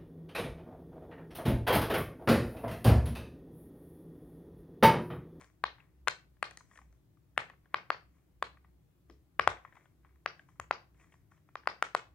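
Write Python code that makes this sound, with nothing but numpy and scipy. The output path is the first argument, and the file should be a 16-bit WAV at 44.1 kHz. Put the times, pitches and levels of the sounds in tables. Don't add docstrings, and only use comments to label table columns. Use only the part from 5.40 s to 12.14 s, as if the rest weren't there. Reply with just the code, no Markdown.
import sys
import numpy as np
from scipy import signal
from scipy.fft import next_fast_len
from scipy.io import wavfile
from scipy.ndimage import uniform_filter1d

SR = 44100
rng = np.random.default_rng(int(sys.argv[2]) if len(sys.argv) > 2 else 0)


def store_pcm(level_fs):
    pcm = np.round(np.clip(level_fs, -1, 1) * 32767).astype(np.int16)
    wavfile.write(sys.argv[1], SR, np.atleast_2d(pcm).T)


def boost(x):
    u = np.asarray(x, float) / 20
    return 10 ** u


N = 297234

# t/s, level/dB, cup f/Hz, cup ring/dB, rebound delay/ms
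POPS = [(0.2398, -16, 1123, -4, 1.04), (0.675, -17, 1173, -5, 2), (0.683, -16, 1478, -3, 1.9),
        (1.0281, -16.5, 1160, -14, 1.51), (1.978, -11, 1250, -23.5, 1.44), (2.3441, -14.5, 1126, -10, 0.92),
        (2.504, -16, 1160, 1, 1.45), (3.0257, -21, 1104, 4.5, 1.74), (3.996, -10, 1144, -10.5, 1.7),
        (4.0756, -11, 1050, 5.5, 1.49), (4.861, -16.5, 1157, -19.5, 1.53), (5.199, -30, 1126, 2, 1.55),
        (5.3105, -16.5, 990, 1.5, 1.5), (6.1559, -30, 1110, 2.5, 1.6), (6.2741, -15, 1050, -3, 1.5),
        (6.4254, -17.5, 1316, 5.5, 1.37), (6.55, -17, 1040, 6, 1.53)]
# t/s, level/dB, f/Hz
TAPS = [(0.094, -77, 1634), (0.384, -50.5, 920), (0.403, -51, 2650), (0.968, -60, 1655), (1.208, -48, 1125),
        (1.313, -48, 1860), (1.356, -43, 1770), (1.389, -48.5, 1050), (1.416, -49.5, 852),
        (1.964, -59, 1375), (2.135, -52.5, 956), (2.257, -54, 1735), (3.172, -50.5, 868), (3.247, -53, 914),
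        (3.698, -47.5, 832), (4.171, -43.5, 2142), (4.25, -39, 1050), (4.325, -48, 1960),
        (4.369, -46, 1020), (4.456, -49.5, 1730), (4.648, -51.5, 976), (4.994, -39.5, 1808),
        (5.088, -51.5, 970), (5.612, -51.5, 2060), (5.643, -54, 1895), (5.723, -51, 2670),
        (6.089, -51, 767), (6.235, -49, 1500), (6.256, -47.5, 1190), (6.374, -58, 2020)]
# t/s, level/dB, f/Hz, crack/dB
PEELS = [(0.012, -47, 1116, 0.5), (0.044, -48, 1720, -4), (1.11, -36, 1706, -3.5), (1.173, -40, 1960, 6),
         (1.375, -42.5, 1810, -6), (1.527, -60.5, 606, 0), (2.099, -34.5, 1880, -17.5),
         (4.354, -50, 1020, -6), (4.758, -60.5, 720, -7), (1.772, -65, 1155, -8.5), (5.157, -63, 1120, -19),
         (5.545, -55, 1815, -18), (5.598, -58, 2470, -12), (5.74, -49, 845, -12),
         (5.919, -52.5, 965, -20.5), (5.976, -56.5, 1800, -10)]
# t/s of loudest point,
# level/dB, build-up/s, hiss over the rub/dB
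RUBS = [(0.004, -55.5, 0.038, -8), (0.399, -63.5, .06, -23.5), (0.43, -71, .03, -26),
        (1.174, -70.5, 0.025, -13), (1.211, -71, 0.051, -7), (1.359, -64, 0.15, -1.5),
        (1.42, -72, 0.044, -18.5), (1.53, -82, 0.044, -1), (2.33, -67, 0.033, -17),
        (2.253, -73, 0.05, -28.5), (2.76, -73.5, 0.088, -8), (3.247, -75.5, 0.045, -26),
        (3.696, -72, 0.014, -7.5), (4.252, -64.5, 0.052, -15.5), (4.376, -62, 0.15, -14.5),
        (4.44, -69.5, 0.066, -8.5), (4.66, -67, 0.048, -24.5), (4.7, -75.5, .04, -20),
        (4.998, -75, 0.028, -3), (5.092, -67.5, 0.032, -6), (5.614, -62, 0.065, -6.5),
        (5.724, -67.5, 0.029, -4.5), (5.918, -65.5, 0.021, -7.5), (6.088, -76, 0.035, -9.5)]
# t/s, level/dB, skin f/Hz, fizz/dB, sparkle/dB
CRACKS = [(0.2384, -23.5, 3980, -23, -41.5), (0.6734, -49, 4000, 0, -6), (0.681, -22, 4154, -3.5, -21),
          (1.0267, -26, 4300, -10, -35.5), (1.9771, -29, 4300, -5, -43), (2.3431, -27.5, 4300, -17, -44.5),
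          (2.5027, -28.5, 4446, -19.5, -47), (3.025, -28, 3960, -13, -41),
          (3.6978, -50.5, 5300, -16, -24.5), (3.708, -55.5, 5300, -13.5, -21.5),
          (3.9945, -28, 4800, -10, -34), (4.0747, -26, 3410, -5.5, -46),
          (4.8598, -29.5, 4640, -19.5, -45.5), (5.1979, -48, 4800, 8, -4.5),
          (5.3108, -26.5, 4600, -20, -29.5), (6.1542, -43, 4810, -25.5, -46.5),
          (6.2725, -28, 4680, -13.5, -45), (6.4243, -33.5, 4060, 1.5, -12), (6.5481, -25, 3150, -8, -35)]
# t/s, level/dB, f/Hz, t60/s
KNOCKS = [
    (3.697, -41.5, 361, 0.077),
    (3.703, -52.5, 318, 0.08),
    (3.742, -55.5, 118, 0.049),
    (4.077, -35, 102, 0.099),
    (5.195, -43, 102, 0.095),
]
# t/s, left over right/dB
BEARING = [(.24, 7.5), (.68, 10), (1.031, 7), (1.98, 6), (2.5, 5.5), (3.032, 4.5), (3.998, 7), (4.08, 7),
           (4.86, 6.5), (5.31, 5.5), (6.16, 4), (6.27, 7.5), (6.43, 5), (6.55, 5)]
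# f/Hz, width/Hz, level/dB
SHEET_MODES = [(430, 250, -7), (696, 350, -8), (1050, 260, 1), (1750, 1100, -4), (2310, 800, -6.5),
               (3260, 650, -15)]
# delay t/s, level/dB
NEAR_ECHOES = [(.0027, -24.5), (.0036, -25.5), (.0049, -26.5), (.0066, -26.5)]
# delay t/s, level/dB
WALL_ECHOES = [(.0116, -20.5), (0.0122, -20.5), (.0135, -30), (.0205, -28.5), (.0245, -26.5), (.035, -29.5),
               (0.042, -29)]
# f/Hz, t60/s
ROOM_T60 = [(200, .3), (600, 0.33), (1500, 0.29), (4000, 0.26), (8000, 0.25), (14000, .16)]
# f/Hz, level/dB
ROOM_COLOUR = [(200, 7.5), (600, -2.5), (1050, -3), (1900, 1), (3000, 2), (6000, 5.5), (12000, -6.5)]
# f/Hz, likeness/1
ROOM_LIKENESS = [(60, .93), (300, .76), (640, .6), (1400, -.15), (3100, .05), (15000, 0)]
# t/s, peak level/dB, hold/s
HUM_SWELLS = [(0.027, -65.5, .02), (0.264, -60, 0.017), (0.619, -55.5, 0.029), (0.905, -62.5, 0.029),
              (1.107, -65, .03), (1.449, -58, 0.076), (1.945, -64, 0.025), (2.184, -64.5, 0.042),
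              (2.666, -63, 0.037), (2.973, -62, 0.4), (3.72, -57, 0.016), (4.08, -51.5, .03),
              (4.615, -63, 0.018), (4.738, -61, 0.044), (5.223, -62.5, 0.065), (5.528, -63, 0.05),
              (5.801, -69.5, 0.028), (6.21, -68, .05), (6.446, -69, .02), (6.734, -60.5, 0.019)]
# f/Hz, level per Hz/dB
HUSH_SPECTRUM = [(20, -40), (32, -26.5), (50, -8.5), (100, -1), (170, -2), (210, -17.5), (310, -8),
                 (480, -23), (650, -24), (1200, -29.5), (2500, -34.5), (5000, -39), (9000, -39.5),
                 (16000, -36)]
# f/Hz, likeness/1
HUSH_LIKENESS = [(60, .9), (130, .72), (290, .66), (640, .33), (1400, .2), (3100, 0), (15000, 0)]
# f/Hz, left over right/dB
HUSH_LEAN = [(60, 4), (180, 2), (550, 4), (1650, 3.5), (4970, -0.5), (15000, 2.5)]

HUSH_DB = -68
HUM_HZ, HUM_IDLE_DB, HUM_RISE_DB_PER_S, HUM_FALL_DB_PER_S = 61.8, -79, 160.5, 141
RUB_BUILD_DB, RUB_LET_GO_DB_PER_S = 19.5, 172.5
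TAP_T60_S, LANDING_CRACK_DB = 0.027, -27.5
SNAP_OVER_CUP = 1.193
REBOUND, RIM, RIM_OVER_CUP = 0.29, .22, 1.4
SPRAY_T60_S = 0.0091
CRACK_WALL_DELAY_S = .003
SKIN_WIDTH_HZ, SKIN_RING, SKIN_TOP = 530, 1.4, 1.182
BEAM_DB = 5
KICK_HZ, KICK_DB, KICK_T60_S = 135, -37.5, 0.24
LEFT_DIP, LEFT_DIP_HZ, LEFT_DIP_WIDTH_HZ = 0.27, 5100, 2000


def evened(x):
    return x / np.sqrt(np.mean(x ** 2) + 1e-20)


def read(points, hz):
    f, value = np.transpose(points)
    return np.interp(np.log(hz + 1), np.log(f + 1), value)


def add(mix, s, sound):
    part = mix[..., max(round(s * SR), 0):][..., :sound.shape[-1]]
    part += sound[..., :part.shape[-1]]


def resonate(x, hz, width_hz):
    r = np.exp(-np.pi * width_hz / SR)
    pole = r * np.exp(2j * np.pi * hz / SR)
    return 2 * signal.lfilter([1 - r], [1, -pole], x).real


def band(x, lo_hz, hi_hz):
    return signal.sosfilt(signal.butter(2, [lo_hz, hi_hz], "bandpass", fs=SR, output="sos"), x)


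def steep(x, lo_hz, hi_hz):
    return evened(band(band(x, lo_hz, hi_hz), lo_hz, hi_hz))


def pair(likeness, frames, size):
    a, b, c, d = rng.standard_normal((frames, size // 2 + 1, 4)).T
    same = np.clip(read(likeness, np.fft.rfftfreq(size, 1 / SR)), -1, 1)[:, None]
    first, other = a + 1j * b, c + 1j * d
    return np.array([first, same * first + np.sqrt(1 - same ** 2) * other])


def patchy(bands, frames, band_span, frame_span):
    field = rng.standard_normal((bands, frames))
    return evened(uniform_filter1d(uniform_filter1d(field, band_span, 0), frame_span, 1))


def echoes(x, taps):
    out = np.zeros(len(x))
    for s, db in taps:
        add(out, s, boost(db) * x)
    return out


def swells(t, rows, rise_db_per_s, fall_db_per_s):
    total = 0
    for s, db, hold_s in rows:
        rise_db = rise_db_per_s * np.maximum(s - t, 0)
        fall_db = fall_db_per_s * np.maximum(t - s - hold_s, 0)
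        total = total + boost(db - rise_db - fall_db)
    return total


def hush():
    frames, hz = N // 512 + 5, np.fft.rfftfreq(2048, 1 / SR)
    lean = read(HUSH_LEAN, hz)[:, None] / 2
    level_db = read(HUSH_SPECTRUM, hz)[:, None] + 1.2 * patchy(len(hz), frames, 8, 8)
    z = pair(HUSH_LIKENESS, frames, size=2048) * boost(level_db + np.array([lean, -lean]))
    z[:, hz < 85] *= .4
    return boost(HUSH_DB) * evened(signal.istft(z, nperseg=2048, noverlap=1536)[1][:, :N])


def hum():
    tone = evened(resonate(resonate(rng.standard_normal(N), HUM_HZ, 9), HUM_HZ, 9))
    envelope = abs(signal.hilbert(tone, next_fast_len(N))[:N])
    tone = boost(-4.0) * evened(tone / (envelope + 0.12))
    load = swells(np.arange(N) / SR, HUM_SWELLS, HUM_RISE_DB_PER_S, HUM_FALL_DB_PER_S)
    return tone * (boost(HUM_IDLE_DB) + load)


def sheet(x):
    total = 0
    for k, (hz, width_hz, db) in enumerate(SHEET_MODES):
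        total = total + (-1) ** k * boost(db) * resonate(resonate(x, hz, width_hz), hz, width_hz)
    return total


def rub(s, db, build_s, hiss_db):
    start = max(s - build_s, 0)
    t = np.arange(start, s + .3, 1 / SR)
    slipping = rng.random(len(t)) < 1500 / SR
    size = np.minimum(rng.exponential(1, len(t)), 4)
    noise = rng.standard_normal(len(t))
    slips = noise * (.1 + boost(3.5 * size) * slipping)
    hiss = steep(noise + .3 * slips, 5000, 9800)
    drag = swells(t, [(s, db - 6.5, 0)], RUB_BUILD_DB / build_s, RUB_LET_GO_DB_PER_S)
    sound = evened(sheet(slips)) + boost(hiss_db) * hiss
    return start, drag * sound * signal.windows.tukey(len(t), .04)


def tap(s, db, hz, crack_db=LANDING_CRACK_DB):
    t = np.arange(3000) / SR
    attack = np.sin(np.pi / 2 * np.minimum(t / .0012, 1)) ** 2
    shape = attack * boost(-60 * t / TAP_T60_S)
    noise = rng.standard_normal((2, len(t)))
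    dome = evened(resonate(resonate(noise[0], hz, 420), hz, 420))
    ring = np.array([[.65], [.25]]) * dome + .55 * evened(sheet(noise[0]))
    skin = steep(noise[1], 3200, 10500) * boost(crack_db - 60 * t / .012)
    return s - .0008, boost(db - 2.5) * shape * (ring + skin)


def pop(s, db, cup_hz, cup_db, rebound_ms):
    lead_s = .006
    t = np.arange(1600) / SR - lead_s
    mouth = np.array([[1], [.45]])
    cup_t60 = .024 / (1 + 1.3 * boost(cup_db))

    def ring(t, hz, t60):
        t = np.maximum(t, 0)
        return mouth * np.sin(2 * np.pi * hz * t) * boost(-60 * t / t60)

    def flip(t):
        phase = 2 * np.pi * SNAP_OVER_CUP * cup_hz * t
        swing = phase * np.exp(.5 - phase ** 2 / 2)
        return swing + boost(cup_db) * ring(t, cup_hz, cup_t60)

    rebound = mouth * REBOUND * flip(t - rebound_ms / 1000)
    dome = flip(t) + rebound + RIM * ring(t, RIM_OVER_CUP * cup_hz, .016)
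    dome = signal.sosfiltfilt(signal.butter(3, 290, "highpass", fs=SR, output="sos"), dome)
    creep = steep(rng.standard_normal(len(t)), 800, 2600) * boost(-29 - 60 * abs(t) / .011)
    return s - lead_s, boost(db) * (dome + creep)


def crack(s, db, skin_hz, fizz_db, sparkle_db):
    t = np.arange(1200) / SR
    tick = t == 0
    spray = .35 * rng.standard_normal(len(t)) * boost(-60 * t / SPRAY_T60_S) + tick
    to_walls = .5 * spray + 1.07 * np.linalg.norm(spray) * tick
    blows = np.array([spray, np.roll(to_walls, round(CRACK_WALL_DELAY_S * SR))])
    beam = boost([[BEAM_DB], [0]])
    skin = band(blows, 1600, SKIN_TOP * skin_hz)
    broad = band(skin, 1800, SKIN_TOP * skin_hz)
    ring = SKIN_RING * resonate(skin, skin_hz, SKIN_WIDTH_HZ)
    fizz = beam * boost(fizz_db) * band(blows, 4400, 9000)
    sparkle = beam * boost(sparkle_db) * band(blows, 9500, 15500)
    return s + .001, boost(db + 11) * (broad + ring + fizz + sparkle)


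def thump(s, db, hz, t60):
    t = np.arange(6000) / SR
    mode = np.sin(2 * np.pi * hz * t) * boost(-60 * t / .05)
    wobble = .45 * steep(rng.standard_normal(len(t)), hz * .35, hz * 1.4)
    shape = boost(db - 60 * t / t60) * (1 - np.exp(-t / .0015))
    return s, band(shape * (mode + wobble), 65, 700)


def room(x):
    hz, t = np.fft.rfftfreq(128, 1 / SR)[:, None], np.arange(700) * 32 / SR
    late = np.zeros((2, N))
    for k in range(3):
        z = pair(ROOM_LIKENESS, len(t), size=128)
        z *= boost(read(ROOM_COLOUR, hz) - 60 * t / read(ROOM_T60, hz))
        z *= boost(4.5 * patchy(len(hz), len(t), 6, 5) * np.exp(-t / .07))
        tail = signal.istft(z, nperseg=128, noverlap=96)[1]
        tail *= np.clip((np.arange(tail.shape[1]) / SR - .010) / 0.0055, 0, 1)
        share = np.cos(np.pi * (2.3 * np.arange(N) / SR + k / 3)) * np.sqrt(2 / 3)
        late += signal.fftconvolve((share * x)[None], tail / np.linalg.norm(tail[0]), axes=1)[:, :N]
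    right_walls = [(s + .0002, db - 1.5) for s, db in WALL_ECHOES]
    walls = np.array([echoes(x, WALL_ECHOES), echoes(x, right_walls)])
    return boost(-12.5) * late * boost([[1.1], [-1.1]]) + walls


def scene():
    sides = np.zeros((2, N))
    kicks = [(s, db + KICK_DB, KICK_HZ * rng.uniform(.8, 1.1), KICK_T60_S) for s, db, *_ in POPS]
    sources = ((rub, RUBS), (tap, PEELS), (tap, TAPS), (pop, POPS), (crack, CRACKS),
               (thump, kicks), (thump, KNOCKS))
    for source, rows in sources:
        for row in rows:
            add(sides, *source(*row))
    toy, away = sides
    lean = np.interp(np.arange(N) / SR, *np.transpose(BEARING)) / 2
    late = np.roll(toy, 2)
    lifted = late + 0.2 * resonate(late, 4300, 2000)
    shaded = toy - LEFT_DIP * resonate(toy, LEFT_DIP_HZ, LEFT_DIP_WIDTH_HZ)
    left = boost(lean) * shaded + echoes(toy, NEAR_ECHOES)
    right = boost(-lean) * lifted + echoes(toy, [(s + .0001, db - 1.5) for s, db in NEAR_ECHOES])
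    return np.array([left, right]) + room(away) + hush() + hum()


def top_cut(x):
    return signal.sosfilt(signal.butter(12, 16710, fs=SR, output="sos"), x)


def record(dry):
    dry = dry / (1 + abs(dry / 1.05) ** 4) ** .25
    edge = signal.firwin(301, 15900, fs=SR)
    mix = signal.oaconvolve(dry, edge[None], "same")
    return top_cut(mix)


dry = scene()
out = record(dry)
store_pcm(out)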